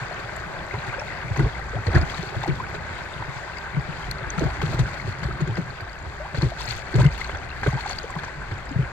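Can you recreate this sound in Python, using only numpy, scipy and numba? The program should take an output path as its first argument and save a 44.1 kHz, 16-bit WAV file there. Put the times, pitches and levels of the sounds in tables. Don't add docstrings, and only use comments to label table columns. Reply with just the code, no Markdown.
import sys
import numpy as np
from scipy import signal
from scipy.fft import rfft, irfft, next_fast_len
from scipy.io import wavfile
from scipy.ndimage import uniform_filter1d
from numba import njit

SR = 44100
rng = np.random.default_rng(int(sys.argv[2]) if len(sys.argv) > 2 else 0)


def voltage_ratio(level):
    return 10 ** (np.asarray(level, float) / 20)


def master(y):
    cut = np.clip(np.atleast_2d(y).T, -1, 1)
    pcm = np.round(cut * 32767)
    wavfile.write(sys.argv[1], SR, pcm.astype(np.int16))


N = 393354
T = np.arange(N) / SR

# (onset [s], level [dB], treble re that level [dB])
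BREAKS = [(.738, -20, -25), (1.361, -16, -21), (1.393, -13.5, -21), (1.444, -19.5, -38), (1.866, -19, -18),
          (2.011, -18, -22), (2.172, -27, -14), (2.43, -21, -22), (2.745, -19, -22), (3.763, -19, -28),
          (4.38, -17.5, -18.5), (4.435, -20, -32), (4.728, -18, -36), (4.79, -15.5, -16),
          (5.231, -19, -15.5), (4.616, -15, -15), (5.57, -17.5, -21), (6.345, -15.5, -27),
          (6.954, -20, -14), (6.986, -16, -23), (7.043, -13.5, -22), (7.294, -17, -35), (7.346, -19, -37),
          (6.412, -19, -24), (7.632, -13.5, -24), (7.663, -10.5, -28), (7.898, -19, -14.5),
          (8.187, -21, -20.5), (8.234, -20, -24.5), (8.512, -20, -30), (.938, -21, -28), (1.948, -16, -22),
          (2.345, -22, -26), (2.476, -19, -24), (5.405, -19, -20), (5.474, -22, -20), (6.427, -18, -24)]
BREAK_S = .004


def unit(x):
    return x / np.sqrt(np.mean(x ** 2))


def low(x, hz, order):
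    return signal.sosfilt(signal.butter(order, hz, fs=SR, output="sos"), x)


@njit
def svf(x, hz, width):
    y, band, deep = np.empty(len(x)), 0., 0.
    g, k = np.tan(np.pi * hz / SR), width / hz
    for i in range(len(x)):
        v = (band + g * (x[i] - deep)) / (1 + g * (g + k))
        band = 2 * v - band
        deep += 2 * g * v
        y[i] = k * v
    return y


@njit
def rings(s, size, hz, tau, rise, turn, round_=1.):
    y = np.zeros(N)
    for k in range(len(s)):
        start, phase = int((s[k] - tau[k]) * SR), turn[k]
        for i in range(max(-start, 0), min(int(8 * tau[k] * SR), N - start)):
            u = i / (tau[k] * SR)
            pitch = min(hz[k] * (1 + rise[k] * (u - 1)), .45 * SR)
            phase += 2 * np.pi * pitch / SR
            y[start + i] += size[k] * (u * np.exp(1 - u)) ** round_ * np.sin(phase)
    return y


def swell(s, db, tau):
    return rings(s, voltage_ratio(db), 0 * s, tau + 0 * s, 0 * s, 0 * s + np.pi / 2)


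def walk(rate):
    hold = int(SR / rate)
    steps = np.repeat(rng.standard_normal(N // hold + 1), hold)
    slewed = uniform_filter1d(uniform_filter1d(steps, hold), hold)
    return unit(slewed[:N])


def curves(table):
    s, *columns = np.transpose(table)
    return [np.interp(T, s, c) for c in columns]


def port_db(hz):
    # (frequency [Hz], level per Hz [dB])
    left_port = [(30, -44), (70, -49), (140, -54.5), (250, -72.5), (420, -72.5), (560, -65.5),
                 (1200, -68.5), (1550, -67.5), (2050, -65), (2900, -79), (4700, -78.5), (5300, -87.5),
                 (7600, -86.5), (9300, -101)]
    # (frequency [Hz], level per Hz [dB])
    right_port = [(30, -53), (70, -46), (140, -58), (230, -86), (390, -61.5), (470, -75), (800, -67),
                  (1300, -69.5), (1550, -64.5), (1950, -78.5), (2900, -89), (4600, -92.5), (5300, -93),
                  (8400, -103)]
    # (frequency [Hz], left level per Hz [dB], right level per Hz [dB])
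    top_octave = [(9350, -101, -120), (10800, -96.5, -113), (11150, -120, -134), (11600, -120, -132),
                  (11900, -104, -120), (13700, -101, -119), (15000, -105, -124), (15700, -113, -130)]
    top = np.array(top_octave)
    left = np.vstack([left_port, top[:, [0, 1]]])
    right = np.vstack([right_port, top[:, [0, 2]]])
    return np.array([np.interp(np.log(hz), np.log(t[:, 0]), t[:, 1]) for t in (left, right)])


def ports(x):
    n = next_fast_len(N)
    hz = np.arange(n // 2 + 1) * SR / n + 1
    cavity_db = 3.9 / (1 + ((hz - 1555) / 70) ** 2) + 2.2 / (1 + ((hz - 2600) / 150) ** 2)
    return irfft(rfft(x, n) * voltage_ratio(port_db(hz) + cavity_db + 65.5), n)[:, :N]


def pair(hz, width):
    # (frequency [Hz], left-right correlation [-1 to 1])
    likeness = [(60, 0.85), (300, 0.77), (700, 0.75), (1500, 0.57), (3500, 0.18)]
    known_hz, alike = np.transpose(likeness)
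    c = np.clip(np.interp(np.log(hz), np.log(known_hz), alike), 0, 1)
    mid, side = (svf(rng.standard_normal(N), hz, width) for _ in range(2))
    return np.sqrt(1 + c) * mid + np.sqrt(1 - c) * side * np.array([[1], [-1]])


def shower(count, lo_hz, hi_hz, cycles, rise, spread_db):
    when, pitch, loud, place = rng.random((count, 4)).T
    hz = lo_hz * (hi_hz / lo_hz) ** pitch
    size = voltage_ratio(-spread_db * np.log(1 - .98 * loud)) * hz / lo_hz
    sides = np.cos(place * np.pi / 2), np.sin(place * np.pi / 2)
    return unit(np.array([rings(when * N / SR, size * g, hz, cycles / hz, rise + 0 * hz, 0 * hz)
                          for g in sides]))


def heard(s, db, hz, tau, rise, left_share):
    left, right = port_db(hz)
    pans = (left_share * (left - right), (left_share - 1) * (left - right))
    return np.array([rings(s, voltage_ratio(db + pan), hz, tau, rise, 0 * s) for pan in pans])


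def river(rush_db):
    hiss, surge = 0, walk(4.0)
    for hz in 216.0 * 2 ** np.arange(0, 6.4, .5):
        flicker_db = 0.32 * surge + 2.1 * walk(13)
        hiss = hiss + voltage_ratio(flicker_db) * pair(hz, hz / 2.1)
    fizz = shower(count=5000, lo_hz=400., hi_hz=14070.0, cycles=2.593, rise=0.017, spread_db=4.6)
    gurgle = shower(count=900, lo_hz=449.0, hi_hz=3520.0, cycles=2.527, rise=0.049, spread_db=2.5)
    return voltage_ratio(rush_db + 9.0) * ports(unit(hiss) + voltage_ratio(-7.5) * fizz + voltage_ratio(-11.5) * gurgle)


def heave(heave_db, lap_db):
    heave_gain = voltage_ratio(heave_db - 3.0 + 2.4 * np.clip(walk(12), -2, 1.2))
    lap_gain = voltage_ratio(lap_db - 3.0 + 3.6 * np.clip(walk(22), -2, 1.1))
    flex = unit(pair(56.0, 12.0) + voltage_ratio(-8.5) * pair(23.0, 22.0))
    lapping = unit(pair(85., 30.0) + voltage_ratio(2.5) * low(pair(140.6, 32.0), 175., order=2))
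    return heave_gain * flex + lap_gain * lapping


def booms():
    # (peak [s], boom [dB], boom pitch [Hz], length [s], thump re boom [dB])
    slaps = [(1.316, -15.5, 106, .014, -18), (1.401, -12, 141, 0.015, -8.5), (1.435, -14, 125, 0.024, -10),
             (1.763, -19.5, 123, 0.019, -14), (1.884, -13.5, 96, 0.029, -11), (1.965, -2, 115, 0.013, -16),
             (2.496, -15, 150, 0.018, -8), (3.779, -15, 147, 0.024, -19), (4.428, -21, 160, 0.024, 4.5),
             (4.46, -14, 138, 0.017, -23), (4.641, -16.5, 147, 0.02, -13), (4.806, -10.5, 129, 0.029, -19),
             (5.256, -18, 135, 0.014, -21), (5.426, -14, 149, 0.02, -17), (5.591, -17, 165, 0.015, -4),
             (6.387, -16, 117, 0.014, -11), (6.434, -12.5, 140, 0.013, -9), (6.962, -11, 126, 0.031, -11.5),
             (6.994, -10, 133, .02, -12), (7.017, -8.5, 114, .017, -22), (7.061, -4.5, 144, 0.019, -25),
             (7.683, -11, 131, .014, -13.5), (8.765, -13, 127, 0.012, -19), (8.798, -12, 138, 0.02, -29)]
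    # (peak [s], boom [dB], boom pitch [Hz])
    taps = [(.752, -25, 107), (.782, -25.5, 137), (1.251, -26, 138), (2.033, -19.5, 145), (2.196, -23, 159),
            (2.372, -19, 114), (2.909, -28, 96), (3.207, -27.5, 114), (3.291, -27, 129), (3.75, -25, 120),
            (3.894, -24.5, 148), (4.091, -25.5, 127), (4.277, -27, 83), (4.385, -18, 161),
            (4.689, -22, 130), (4.748, -20, 135), (4.856, -26, 108), (5.089, -22.5, 104), (5.23, -25, 162),
            (5.318, -32, 87.5), (5.502, -19, 112), (5.826, -29, 102), (6.074, -27, 82),
            (7.343, -27.5, 90.5), (7.629, -27, 97), (7.74, -18.5, 130), (8.169, -22, 154),
            (8.525, -22, 102), (8.832, -23, 130), (.024, -27, 122), (.25, -30, 115), (.47, -30, 148),
            (.89, -28, 120), (1.276, -27, 125), (1.387, -18, 138), (1.467, -20, 130), (1.79, -23, 114),
            (1.953, -12, 111), (1.992, -14, 93), (2.402, -26, 126), (2.521, -18, 137), (3.165, -30, 138),
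            (3.37, -31, 120), (4.228, -27, 127), (4.706, -24, 122), (4.782, -22, 119), (4.833, -20, 105),
            (5.056, -29, 113), (5.3, -28, 125), (5.481, -23, 150), (5.527, -23, 121), (5.627, -28, 125),
            (6.348, -25, 135), (6.45, -16, 127), (6.468, -18, 117), (6.689, -28, 120), (6.714, -30, 113),
            (6.76, -31, 100), (7.044, -15, 130), (7.758, -22, 137)]
    tap_cycles, tap_thump_db = 2.3, -13
    full_taps = [(s, db, hz, tap_cycles / hz, tap_thump_db) for s, db, hz in taps]
    s, db, hz, length, thump_db = np.transpose(slaps + full_taps)
    steady_s, sag_per_s = 0.018, 13.2
    rise = -sag_per_s * np.maximum(length - steady_s, 0)
    turn, place = rng.random((len(s), 2)).T
    pan_db = 0.075 * (hz - 90) + 3.9 * (place - .5)
    sides = voltage_ratio(np.array([pan_db, -pan_db]) / 2)
    boom = [rings(s, voltage_ratio(db) * g, hz, 0.6 * length, rise, 2 * np.pi * turn + lag * place, 2.)
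            for g, lag in zip(sides, (0., 1.6))]
    thump = unit(pair(343.0, 100.0) + voltage_ratio(1.5) * pair(168.0, 60.)) * voltage_ratio(np.array([[-2.5], [1.5]]))
    return np.array(boom) + voltage_ratio(-5.0) * swell(s - .008, db + thump_db, 0.6 * length) * thump


def rocking():
    # (peak [s], level [dB], pitch [Hz])
    rocks = [(1.344, -27, 65), (1.408, -23, 57), (1.446, -16, 54), (1.901, -17, 65), (1.98, -13, 68),
             (2.02, -24, 63), (2.531, -29, 61), (3.2, -32, 60), (3.795, -29, 63), (4.07, -29, 50),
             (4.283, -31, 58), (4.44, -24, 59), (4.482, -22, 61), (4.521, -27, 55), (4.751, -28, 54),
             (4.831, -19, 58), (5.266, -23, 61), (5.333, -28, 58), (5.453, -28, 62), (6.393, -26, 63),
             (6.455, -20, 65), (6.983, -23, 53), (7.022, -18, 66), (7.077, -19, 64), (7.109, -25, 76),
             (7.666, -26, 63), (7.709, -26, 63), (8.819, -27, 67), (8.853, -27, 61)]
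    s, db, hz = np.transpose(rocks)
    return rings(s, voltage_ratio(db), hz, .85 / hz, 0 * s, 2 * np.pi * rng.random(len(s)), 1.5)


def hull(heave_db, lap_db):
    return low(heave(heave_db, lap_db) + booms() + rocking(), 665.0, order=4)


def froth():
    s, db = np.repeat(BREAKS, 4, axis=0).T[:2]
    late, pitch, loud = rng.random((len(s), 3)).T
    spread_s, lo_hz, hi_hz = .05, 693, 3500
    hz = lo_hz * (hi_hz / lo_hz) ** pitch
    return np.array([s - spread_s * np.log(1 - late), db - 23.5 - 7.3 * loud - 7.0 * pitch, hz])


def bubbles():
    # (peak [s], level [dB], pitch [Hz])
    close = [(.942, -23.5, 1510), (1.397, -24, 870), (1.404, -20.5, 349), (1.406, -26, 1440),
             (1.461, -23.5, 423), (1.87, -34, 1820), (1.951, -27, 344), (1.958, -20, 1690),
             (2.014, -31, 643), (4.337, -28, 1720), (4.384, -29, 1280), (4.41, -27, 533),
             (4.441, -31, 1700), (4.631, -23.5, 400), (4.743, -27.5, 336), (5, -37.5, 2110),
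             (5.284, -29, 358), (5.41, -28, 345), (6.959, -22, 400), (6.994, -29, 566), (7.008, -25, 944),
             (7.044, -30, 1160), (7.059, -28.5, 2020), (7.637, -23, 1560), (7.666, -17.5, 400),
             (7.689, -24.5, 1060), (7.73, -27.5, 800), (7.775, -28, 865), (7.862, -28, 800),
             (8.794, -26, 400),
             (.84, -28, 1560), (1.02, -33, 600), (7.293, -40, 3400), (1.885, -30, 460), (2.477, -33, 480),
               (3.535, -43, 2640), (4.045, -45, 3150), (4.729, -31, 620), (5.08, -31, 380),
               (7.137, -34, 1850), (7.197, -30, 1260), (7.215, -35, 2050), (7.249, -30, 1490),
               (7.3, -28, 1530), (7.316, -44, 3000), (7.35, -28, 1490), (7.513, -41, 2580),
               (7.565, -29, 1660), (8.045, -30, 458), (8.101, -31, 1040), (8.166, -31, 1030),
               (8.19, -28, 1620), (8.239, -29, 1630), (8.283, -34, 972), (8.315, -32, 1520),
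             (.113, -30, 692), (.741, -27, 388), (.745, -30, 950), (.985, -29, 533), (1.021, -30, 810),
               (1.364, -29, 1000), (1.45, -31, 1050), (2.016, -26, 300), (2.18, -31, 1700),
               (2.233, -29, 371), (2.326, -30, 390), (2.352, -30, 600), (2.44, -28, 883), (2.462, -28, 780),
               (2.482, -22, 334), (2.602, -28, 1000), (2.75, -33, 400), (3.225, -31, 930),
               (4.438, -27, 450), (4.59, -30, 775), (4.794, -29, 340), (5.31, -32, 1270), (5.478, -28, 353),
               (6.35, -31, 541), (6.357, -30, 1350), (6.433, -26, 334), (6.52, -32, 640), (6.607, -31, 980),
               (6.72, -35, 760), (6.945, -27, 330), (6.995, -27, 1220), (7.02, -27, 1580),
               (7.671, -22, 560), (7.79, -29, 900), (7.91, -30, 720), (8.715, -33, 264)]
    # (peak [s], level [dB], pitch [Hz], length [s], pitch rise [share])
    closing = [
        (6.21, -34, 600, .022, 0.069),
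        (6.255, -34, 850, .022, .5),
        (1.742, -33, 500, .024, .3),
        (1.768, -32, 690, .014, .3),
        (2.14, -33, 1150, .014, .3),
    ]
    s, db, hz = np.hstack([np.transpose(close), froth()])
    near = heard(s, db + 1.5, hz, 0.00209 + 1.035 / hz, 0 * s + 0.031, left_share=0.81)
    s, db, hz, length, rise = np.transpose(closing)
    gulps = heard(s, db, hz, length / 2, rise / 2, left_share=0.8)
    near_gain = voltage_ratio(3.2 * walk(300) - 1.0)
    gulp_gain = voltage_ratio(2.7 * np.tanh(walk(90)))
    return low(near * near_gain + gulps * gulp_gain, 3800., order=4)


def drops():
    # (time [s], level [dB], pitch [Hz])
    falling = [(.364, -32, 7300), (.997, -26, 5560), (1.374, -31, 6370), (1.869, -25, 4400),
               (1.951, -24, 4900), (2.015, -26, 4960), (2.099, -25, 3300), (2.145, -24.5, 3870),
               (2.434, -26, 3620), (3.585, -28, 4760), (4.113, -18, 4320), (4.304, -20.5, 6340),
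               (4.395, -27, 6200), (.788, -30, 4000), (4.618, -27, 3030), (4.795, -30, 5900),
               (6.375, -26, 4160), (6.421, -18, 4240), (6.617, -27, 5370), (6.655, -26, 4870),
               (6.678, -23.5, 4310), (6.709, -18, 4440), (6.944, -25, 4370), (7.065, -20, 2880),
               (7.245, -23.5, 4200), (7.809, -25, 4370), (7.895, -25, 6370), (7.911, -21, 4480),
               (7.932, -24.5, 4480), (7.987, -17, 4580),
               (.128, -35, 4260), (.249, -35, 3340), (.592, -35, 3490), (1.078, -32, 3770),
                (2.071, -34, 4170), (2.179, -32, 4250), (2.229, -32, 4220), (2.273, -34, 4280),
                (2.357, -32, 3300), (2.385, -35, 3820), (2.749, -35, 3940), (3.315, -38, 3930),
                (3.572, -33, 4800), (3.962, -38, 4410), (4.027, -32, 3190), (4.185, -32, 4320),
                (4.941, -35, 4170), (5.017, -30, 4240), (5.076, -34, 4330), (5.125, -32, 4230),
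                (5.24, -30, 4700), (5.325, -38, 3980), (5.415, -35, 6500), (5.477, -36, 6800),
                (5.51, -36, 3220), (5.556, -32, 4930), (5.711, -39, 4210), (5.762, -39, 3420),
                (5.808, -35, 4600), (5.896, -35, 4530), (5.932, -35, 4780), (6.026, -40, 7100),
                (6.591, -30, 4330), (6.868, -35, 4450), (7.125, -34, 4700), (7.165, -33, 3400),
                (7.179, -28, 2710), (7.21, -37, 7800), (7.217, -30, 4290), (7.275, -36, 6300),
                (7.352, -32, 3370), (7.372, -35, 6000), (7.446, -38, 4290), (7.504, -32, 4160),
                (7.615, -33, 4570), (7.728, -33, 4700), (7.877, -28, 4310), (8.014, -36, 4030),
                (8.032, -33, 6500), (8.052, -35, 3220), (8.106, -34, 7700), (8.154, -36, 3210),
                (8.192, -33, 3440), (8.25, -36, 5800), (8.462, -39, 4260), (8.582, -38, 7300),
                (8.657, -39, 7600), (8.692, -34, 4990), (8.716, -38, 7200), (8.826, -34, 3060)]
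    # (time [s], level [dB])
    ticks = [(.365, -41), (1.375, -52), (2.103, -49), (2.467, -46), (4.113, -28), (4.395, -50),
             (4.743, -43), (6.642, -42), (6.666, -43), (6.72, -44), (6.765, -42), (5.812, -48), (7.18, -44),
             (7.896, -45), (8.108, -48), (8.157, -49)]
    s, db, hz = np.transpose(falling)
    ping = heard(s, db + 0.5, hz, 0 * s + .001, 0 * s, left_share=0)
    hiss = swell(s, db - 18, 0.0028) * unit(ports(np.diff(pair(4560.0, 3100.0), prepend=0)))
    s, db = np.transpose(ticks)
    click = unit(np.diff(svf(rng.standard_normal(N + 1), 7600.0, 10000.0)))
    tick = swell(s, db + 3.5, 0.0005) * click
    return ping + hiss + tick * voltage_ratio(np.array([[0], [-14]]))


def crests():
    # (peak [s], slosh [dB], spray [dB], time to fade by 20 dB [s])
    waves = [(.85, -30, -46, 0.5), (1.4, -29, -46, 0.3), (1.96, -20, -39.5, 0.13), (2.1, -37, -44, 1),
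             (3.95, -40, -51, .6), (4.42, -23.5, -40, 0.23), (4.65, -31, -41.5, 1), (6.425, -35, -39, 0.15),
             (6.6, -38, -40.5, 0.3), (6.69, -38, -39, 0.2), (6.755, -38, -39, .05),
             (6.999, -24, -36.5, 0.25), (7.2, -43, -46, 0.6), (7.67, -29, -42, 0.78),
             (7.92, -39, -43, 0.08)]
    s, slosh_db, spray_db, fade_s = np.array(waves).T[:, :, None]
    shape_db = np.where(T < s, 170 * (T - s), -20 * (T - s) / fade_s)

    def over_calm(db, calm_db):
        return 10 * np.log10(np.sum(voltage_ratio(db + shape_db) ** 2, axis=0) + voltage_ratio(calm_db) ** 2)

    return over_calm(slosh_db, -40), over_calm(spray_db, -58.5)


def slosh(slosh_db):
    gurgle = shower(count=2500, lo_hz=302.0, hi_hz=2800.0, cycles=1.512, rise=0.045, spread_db=1.5)
    water = unit(pair(880.0, 1900.0)) + voltage_ratio(-1.5) * gurgle
    water = unit(low(ports(water - low(water, 190.0, order=1)), 2940.0, order=2))
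    return voltage_ratio(slosh_db - 6.0 + 2.7 * np.clip(walk(70), -2, 2)) * water


def breakers():
    s, db, _ = np.transpose(BREAKS)
    crack_s, crack_db = .0008, 1.5
    burst = swell(s + BREAK_S, db - 14.0, BREAK_S) + swell(s + crack_s, db - 14.0 + crack_db, crack_s)
    return burst * unit(low(ports(pair(1100., 3000.)), 3300., order=2))


def spray(spray_db):
    # (pitch [Hz], width [Hz], level [dB])
    deck = [
        (3480, 200, -1.5),
        (4400, 330, 6),
        (6270, 1800, 0.5),
    ]
    s, db, treble_db = np.transpose(BREAKS)
    ticks = shower(count=9000, lo_hz=2545.0, hi_hz=17250.0, cycles=0.87, rise=0., spread_db=3.0)
    ticks = ticks + voltage_ratio(-1.0) * rng.standard_normal((2, N))
    ring = sum(voltage_ratio(ring_db) * np.array([svf(c, 1. * hz, 1. * width) for c in ticks])
               for hz, width, ring_db in deck)
    patter = unit(ports(ring + voltage_ratio(7.5) * (ticks - low(ticks, 3900.0, order=1))))
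    clumps = voltage_ratio(spray_db + 1.5 + 4.2 * np.clip(walk(60), -1.5, 1.2))
    thrown = swell(s + BREAK_S, db + treble_db - 2.5, 1.6 * BREAK_S)
    plops = shower(count=1100, lo_hz=1900., hi_hz=8100.0, cycles=2.484, rise=0.042, spread_db=3.0)
    return (clumps + thrown) * patter + voltage_ratio(spray_db - 5.0) * unit(ports(plops))


def scene():
    # (time [s], hull heave [dB], hull lapping [dB], river rush [dB])
    flow = [
        (0.0, -44, -43, -34),
        (2.06, -32, -43.5, -37),
        (2.36, -39, -32.5, -35),
        (3.5, -44.5, -47.5, -36.5),
        (4.55, -35, -31.5, -36.5),
        (6.14, -42.5, -42.5, -39.5),
        (7.13, -31.5, -50, -39),
        (7.23, -35.5, -46, -37.5),
        (8.92, -36.5, -36.5, -39),
    ]
    heave_db, lap_db, rush_db = curves(flow)
    slosh_db, spray_db = crests()
    near = hull(heave_db, lap_db) + bubbles() + drops()
    return river(rush_db) + near + slosh(slosh_db) + breakers() + spray(spray_db)


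def roll_off(x):
    return signal.sosfilt(signal.butter(12, 15830, fs=SR, output="sos"), x)


def record(dry):
    port_lag, top_hz = 4, 15800
    late = np.array([dry[0], np.roll(dry[1], port_lag)])
    rounded = np.tanh(1.1 * late) / 1.1
    cut = signal.sosfilt(signal.ellip(8, .2, 60, top_hz, fs=SR, output="sos"), rounded)
    return roll_off(cut)


dry = scene()
out = record(dry)
master(out)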